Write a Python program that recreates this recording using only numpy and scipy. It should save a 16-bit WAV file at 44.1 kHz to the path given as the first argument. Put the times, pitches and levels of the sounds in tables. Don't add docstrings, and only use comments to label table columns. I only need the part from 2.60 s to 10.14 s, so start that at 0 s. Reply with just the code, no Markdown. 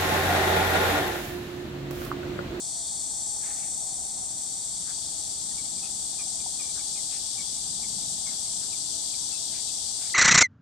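import sys
import numpy as np
from scipy import signal
from scipy.fft import rfft, irfft, next_fast_len
from scipy.io import wavfile
from scipy.ndimage import uniform_filter1d

SR = 44100
rng = np.random.default_rng(int(sys.argv[2]) if len(sys.argv) > 2 else 0)


def master(y):
    cut = np.clip(np.atleast_2d(y).T, -1, 1)
    pcm = np.round(cut * 32767)
    wavfile.write(sys.argv[1], SR, pcm.astype(np.int16))


N = 332469
T = np.arange(N) / SR


def amp(db):
    return 10 ** (np.asarray(db) / 20)


def evened(x):
    return x / np.sqrt(np.mean(x ** 2, axis=-1, keepdims=True) + 1e-20)


def read(points, hz):
    f, *columns = np.transpose(points)
    return np.array([np.interp(np.log(hz + 1), np.log(f + 1), c) for c in columns])


def slow(top_hz):
    rates = np.geomspace(.2, top_hz, num=12)
    waves = sum(np.sin(2 * np.pi * (f * T + rng.random())) / np.sqrt(f) for f in rates)
    return evened(waves)


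def pair(size, same):
    a, b = rng.standard_normal((2, size))
    return np.array([a, same * a + np.sqrt(1 - same ** 2) * b])


def both(x, pan_db):
    return x * amp([pan_db / 2, -pan_db / 2]).reshape(2, -1)


def glide(middle_s, gradual_s, before, after):
    return before + (after - before) / (1 + np.exp((middle_s - T) / gradual_s))


def bell(s, half_s):
    return np.exp(-((T - s) / half_s) ** 2)


def colour(x, body, modes=()):
    size = next_fast_len(N)
    hz = np.fft.rfftfreq(size, 1 / SR)
    mode_db = sum(lift / (1 + (2 * (hz - f) / width) ** 2) for f, width, lift in modes)
    gain = amp(read(body, hz) + mode_db)
    inside = (hz > body[0][0]) & (hz < body[-1][0])
    density = np.sqrt(SR / 2)
    return irfft(rfft(x, size) * gain * inside * density, size)[:, :N]


def resonate(x, hz, width):
    turn = np.exp(2j * np.pi * np.cumsum(hz * np.ones(x.shape[-1])) / SR)
    r = np.exp(-np.pi * width / SR)
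    smoothed = signal.lfilter([(1 - r) ** 2], [1, -2 * r, r * r], x / turn)
    return 2 * (turn * smoothed).real


def singer(rate, jitter_s, count, throb, same, leaves_db, t60):
    turns = np.cumsum(rate * (1 + .002 * slow(top_hz=2))) / SR + rng.random()
    at = np.flatnonzero(np.diff(np.floor(turns)))
    shift, size = rng.standard_normal((N // 50, 2))[:len(at)].T
    strength = (1 + throb * np.cos(2 * np.pi * turns[at] / 6)) * amp(2.5 * size)
    jittered = at + np.round(shift * jitter_s * SR).astype(int)
    clicks = np.zeros(N)
    np.add.at(clicks, np.clip(jittered, 0, N - 1), strength)
    t = np.arange(SR // 2) / SR
    path = pair(len(t), same) * amp(-60 * t / t60)
    path *= amp(leaves_db) / np.linalg.norm(path[0])
    path[[0, 1], rng.integers(0, count, size=2)] += 1
    return evened(signal.fftconvolve(clicks[None] - clicks.mean(), path, axes=1)[:, :N])


# (frequency [Hz], left level [dB per Hz], right level [dB per Hz])
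CHORUS_SPECTRUM = [(2620, -112, -112), (3100, -102, -104), (3650, -82.5, -85.5), (4230, -83, -93),
                   (4950, -98, -88), (5460, -78, -77), (6060, -69, -72.5), (6490, -72, -78.5),
                   (7220, -68.5, -73.5), (7490, -59.5, -68.5), (8040, -63.5, -65), (8725, -65.5, -73.5),
                   (9720, -78, -79.5), (11030, -87.5, -89.5), (12900, -96.5, -96.5), (14800, -101, -101),
                   (16000, -109, -109)]
# (frequency [Hz], width [Hz], lift [dB])
CHORUS_BODY_MODES = [(7100, 41, 7), (7220, 60, 2), (7740, 42, 4.5), (7800, 144, -4), (7430, 37, -14),
                     (8190, 74, 3.5), (8540, 30, -4), (9350, 150, 2), (8850, 49, 2), (8610, 40, 7)]
# (click rate [1/s], relative left level [dB], relative right level [dB])
NEAR_SINGERS = [(437, 2.5, -4), (508.4, 1, -2), (398.4, -11.5, -7), (472.4, 0.5, -1), (346.7, -2.5, -6.5),
                (539.5, -2.5, -11), (293.5, -1.5, -1.5)]


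def chorus():
    near = sum(singer(rate, count=6, jitter_s=.00012, throb=0, same=0.16, leaves_db=2.5, t60=0.31)
               * amp([[left_db], [right_db]])
               for rate, left_db, right_db in NEAR_SINGERS)
    far = pair(N, same=0.054)
    blend = evened(evened(near) + amp(-4.5) * far)
    swell = amp(.4 * slow(top_hz=12))
    return swell * colour(blend, CHORUS_SPECTRUM, CHORUS_BODY_MODES)


# (frequency [Hz], left level [dB per Hz], right level [dB per Hz])
LEFT_SPECTRUM = [(2270, -98.5, -110), (3053, -79.5, -104), (3344, -70.5, -87.5), (4280, -69.5, -84.5),
                 (4530, -63.5, -95), (5180, -68, -96), (5500, -66.5, -84), (6570, -71, -90),
                 (7340, -74, -80), (9000, -79.5, -99), (10050, -84, -100), (14800, -101, -104)]
# (frequency [Hz], left level [dB per Hz], right level [dB per Hz])
AHEAD_SPECTRUM = [(2590, -112, -112), (2990, -99, -97), (3443, -75.5, -81), (4100, -83.5, -94.5),
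                  (4270, -74.5, -73), (4790, -74.5, -82.5), (5100, -79, -82), (6000, -82.5, -79)]
# (time [s], left singer's effort [dB], effort of the singer ahead [dB])
SINGING_EFFORT = [(0, -20, -1.5), (1.302, -15.5, -1.5), (2.4, -6.5, -1.5), (3.2, -6.5, -3.5),
                  (4.898, -2, -10), (6.4, -1, -17), (7.54, 0, -18)]


def deep_singers():
    s, left_db, ahead_db = np.transpose(SINGING_EFFORT)
    left_db, ahead_db = np.interp(T, s, left_db), np.interp(T, s, ahead_db)
    left = singer(274, count=1, jitter_s=.00015, throb=.4, same=.7, leaves_db=11, t60=.35)
    ahead = singer(232, count=1, jitter_s=.0002, throb=0.24, same=0.98, leaves_db=9.0, t60=0.17)
    left = evened(left + amp(1.5) * pair(N, same=.8))
    ahead = evened(ahead + amp(-2.5) * pair(N, same=0.94))
    left_gain = amp(left_db + .5 * slow(top_hz=11))
    ahead_gain = amp(ahead_db + 1.2 * slow(top_hz=10))
    return left_gain * colour(left, LEFT_SPECTRUM) + ahead_gain * colour(ahead, AHEAD_SPECTRUM)


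# (frequency [Hz], level [dB per Hz])
WASH_SPECTRUM = [(15, -81), (32, -88), (55, -76), (110, -79), (280, -84), (400, -86.5), (550, -89.5),
                 (900, -86), (1300, -96.5), (1700, -98), (2200, -96.5), (2700, -99.5), (3300, -102)]
# (frequency [Hz], side minus mid [dB])
WASH_SIDE = [(40, -33), (80, -30), (160, -23), (320, -14), (600, -12), (1000, -11), (1500, -11), (3000, -9)]
# (loudest time [s], lift [dB], half length [s])
ENGINE_SWELLS = [(1.2, 2, 0.26), (2.2, 2.5, 0.23), (3.1, 7.5, 0.32), (3.8, 3, .3), (5.3, 8.5, 0.56),
                 (7.5, 0, 0.58)]
# (nearest time [s], lift of the tyre roar [dB], half length [s], pitch fall factor [share])
ROAD_PASSES = [(.15, 3, 0.43, .02), (1.053, 6.5, 0.57, .1), (2.5, 1, 0.42, 0.029), (3.7, 2.5, 0.27, 0.01),
               (5.5, 2, 0.56, 0.056), (7.2, 1, .5, .01)]
# (frequency [Hz], width [Hz], relative gain [dB])
ROAR_RESONANCES = [(672.7, 30, 8), (792.4, 130, 8), (946, 220, -11.5)]
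# (middle time [s], gradualness [s], left-right before [dB], left-right after [dB])
ROAR_PAN = (2.6, .5, 0, 7.5)
# (frequency [Hz], rms level [dB])
HUM_TONES = [(300, -66.5), (408, -73), (1353, -77.5)]
RUMBLE_DB, ROAR_DB = -61, -59.5


def far_air():
    size = next_fast_len(N)
    hz = np.fft.rfftfreq(size, 1 / SR)
    mid, side = rfft(rng.standard_normal((2, size)))
    side = side * amp(read(WASH_SIDE, hz)[0])
    return irfft(np.array([mid + side, mid - side]), size)[:, :N]


def engine_rumble(air):
    level_db = RUMBLE_DB + sum(lift * bell(s, half_s) for s, lift, half_s in ENGINE_SWELLS)
    return amp(level_db) * evened(resonate(air, 186, 148))


def tyre_roar(air):
    level_db = ROAR_DB + sum(lift * bell(s, half_s) for s, lift, half_s, drop in ROAD_PASSES)
    pitch = 1 + sum(drop * (s - T) / half_s * bell(s, half_s) for s, lift, half_s, drop in ROAD_PASSES)
    roar = evened(sum(amp(db) * resonate(air, f * pitch, width) * amp(1.2 * slow(top_hz=8))
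                      for f, width, db in ROAR_RESONANCES))
    return both(roar * amp(level_db), glide(*ROAR_PAN))


def motor_hum():
    hum = np.zeros(N)
    for f, db in HUM_TONES:
        level = np.sqrt(2) * amp(db + 2.0 * slow(top_hz=2.8))
        hum += level * np.sin(2 * np.pi * np.cumsum(f + 1.44 * slow(top_hz=4)) / SR)
    return hum


def distance():
    air = far_air()
    later = np.roll(air, N // 2, axis=1)
    return colour(air, WASH_SPECTRUM) + engine_rumble(later) + tyre_roar(later) + motor_hum()


# (time [s], length [s], rms level before fading [dB], centre [Hz])
HAND_RUSTLES = [(0.803, 0.25, -52, 1850), (0.949, 0.21, -55.5, 2150), (2.252, .11, -54, 1500),
                (4.14, .1, -56, 1350), (4.505, .12, -52.5, 2420), (5.64, 0.18, -58, 1600),
                (5.99, 0.12, -60, 1450), (6.692, .08, -61.5, 1800), (6.907, 0.15, -54.5, 2200),
                (7.38, 0.2, -54.5, 2010)]
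# (time [s], level before onset and decay [dB], frequency [Hz], 60 dB decay time [s])
PLOP_BUBBLES = [(3.859, -27, 740, 0.029), (3.861, -29.5, 910, 0.034)]


def angler():
    out = np.zeros(N)
    for s, length, db, hz in HAND_RUSTLES:
        grains = rng.standard_normal(SR // 4) * amp(2.0 * rng.standard_normal(SR // 4))
        uneven = amp(1.6 * evened(uniform_filter1d(rng.standard_normal(SR // 4), size=500)))
        rub = evened(uneven * resonate(grains, hz, 0.77 * hz))[:round(length * SR)]
        fade = np.sin(np.pi * np.linspace(0, 1, len(rub)) ** 0.64) ** 1.95
        part = out[round(s * SR):][:len(rub)]
        part += amp(db) * (rub * fade)[:len(part)]
    t = np.arange(SR // 10) / SR
    for s, db, hz, t60 in PLOP_BUBBLES:
        onset = 1 - np.exp(-t / 0.005)
        out[round(s * SR):][:len(t)] += np.sin(2 * np.pi * hz * t) * onset * amp(db - 60 * t / t60)
    return both(out, pan_db=0.5)


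# (start [s], second-partial level before rasp and pan [dB], its mid pitch [Hz],
# length [s], fall [share of pitch], left-right [dB])
BIRD_CHIRPS = [(2.908, -59, 1850, .025, .1, 6), (2.972, -50.5, 2270, .045, .11, 2),
               (3.038, -63, 2210, .04, .03, 2), (3.166, -61, 2320, 0.043, .08, 10),
               (3.225, -50, 2540, .035, .05, 8), (3.25, -52, 2640, .03, .14, -1),
               (3.584, -45.5, 2410, .049, 0.094, 2), (3.789, -56.5, 2380, .041, .13, 9),
               (3.991, -45.5, 2340, 0.04, 0.095, -1), (4.028, -53, 2340, .05, 0.041, 0),
               (4.086, -54, 2350, .03, .05, 0), (4.188, -51.5, 2330, 0.036, .1, -2),
               (4.348, -52, 2445, .045, .03, 1), (4.367, -54, 2140, 0.034, .13, -1),
               (4.772, -48, 2295, 0.063, 0.025, 2), (4.965, -62, 2300, .03, .06, -1),
               (5.224, -49.5, 2233, 0.044, .15, 0), (5.422, -61, 2290, .027, .06, 2),
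               (5.658, -48, 2180, 0.047, .056, 1), (5.859, -62, 2180, 0.032, .08, 2),
               (6.119, -50.5, 2410, .036, .16, -1), (6.527, -53, 2340, .035, .15, 1.5),
               (6.715, -52.5, 2620, .062, .027, 8), (7.077, -54, 2620, .034, .1, 3)]


def bird():
    out = np.zeros((2, N))
    for s, db, hz, length, fall, pan_db in BIRD_CHIRPS:
        u = np.arange(0, 1, 1 / (length * SR))
        wobble = evened(uniform_filter1d(rng.standard_normal(SR // 10), size=120))[:len(u)]
        turns = np.cumsum(hz / 2 * (1 + fall * (.5 - u) + .022 * wobble)) / SR
        tone = np.sin(4 * np.pi * turns)
        tone += amp(-10.5) * np.sin(2 * np.pi * turns)
        tone += amp(-16) * np.sin(6 * np.pi * turns)
        rasp = uniform_filter1d(rng.standard_normal(SR // 10), size=40)[:len(u)]
        tone *= 1 + 0.32 * evened(rasp)
        part = out[:, round(s * SR):][:, :len(u)]
        part += both(amp(db) * tone * np.sin(np.pi * u ** 0.82), pan_db)
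    t = np.arange(SR // 4) / SR
    tail = rng.standard_normal((2, len(t))) * amp(-60 * t / 0.14) * (t > .01)
    echo = signal.fftconvolve(out, tail / np.linalg.norm(tail[0]), axes=1)[:, :N]
    return out + amp(-7.5) * echo


def scene():
    return chorus() + deep_singers() + distance() + angler() + bird()


def record(dry):
    lowpass = signal.firwin(511, 15700, window=("kaiser", 9), fs=SR)
    return signal.oaconvolve(dry, lowpass[None], "same")


dry = scene()
out = record(dry)
master(out)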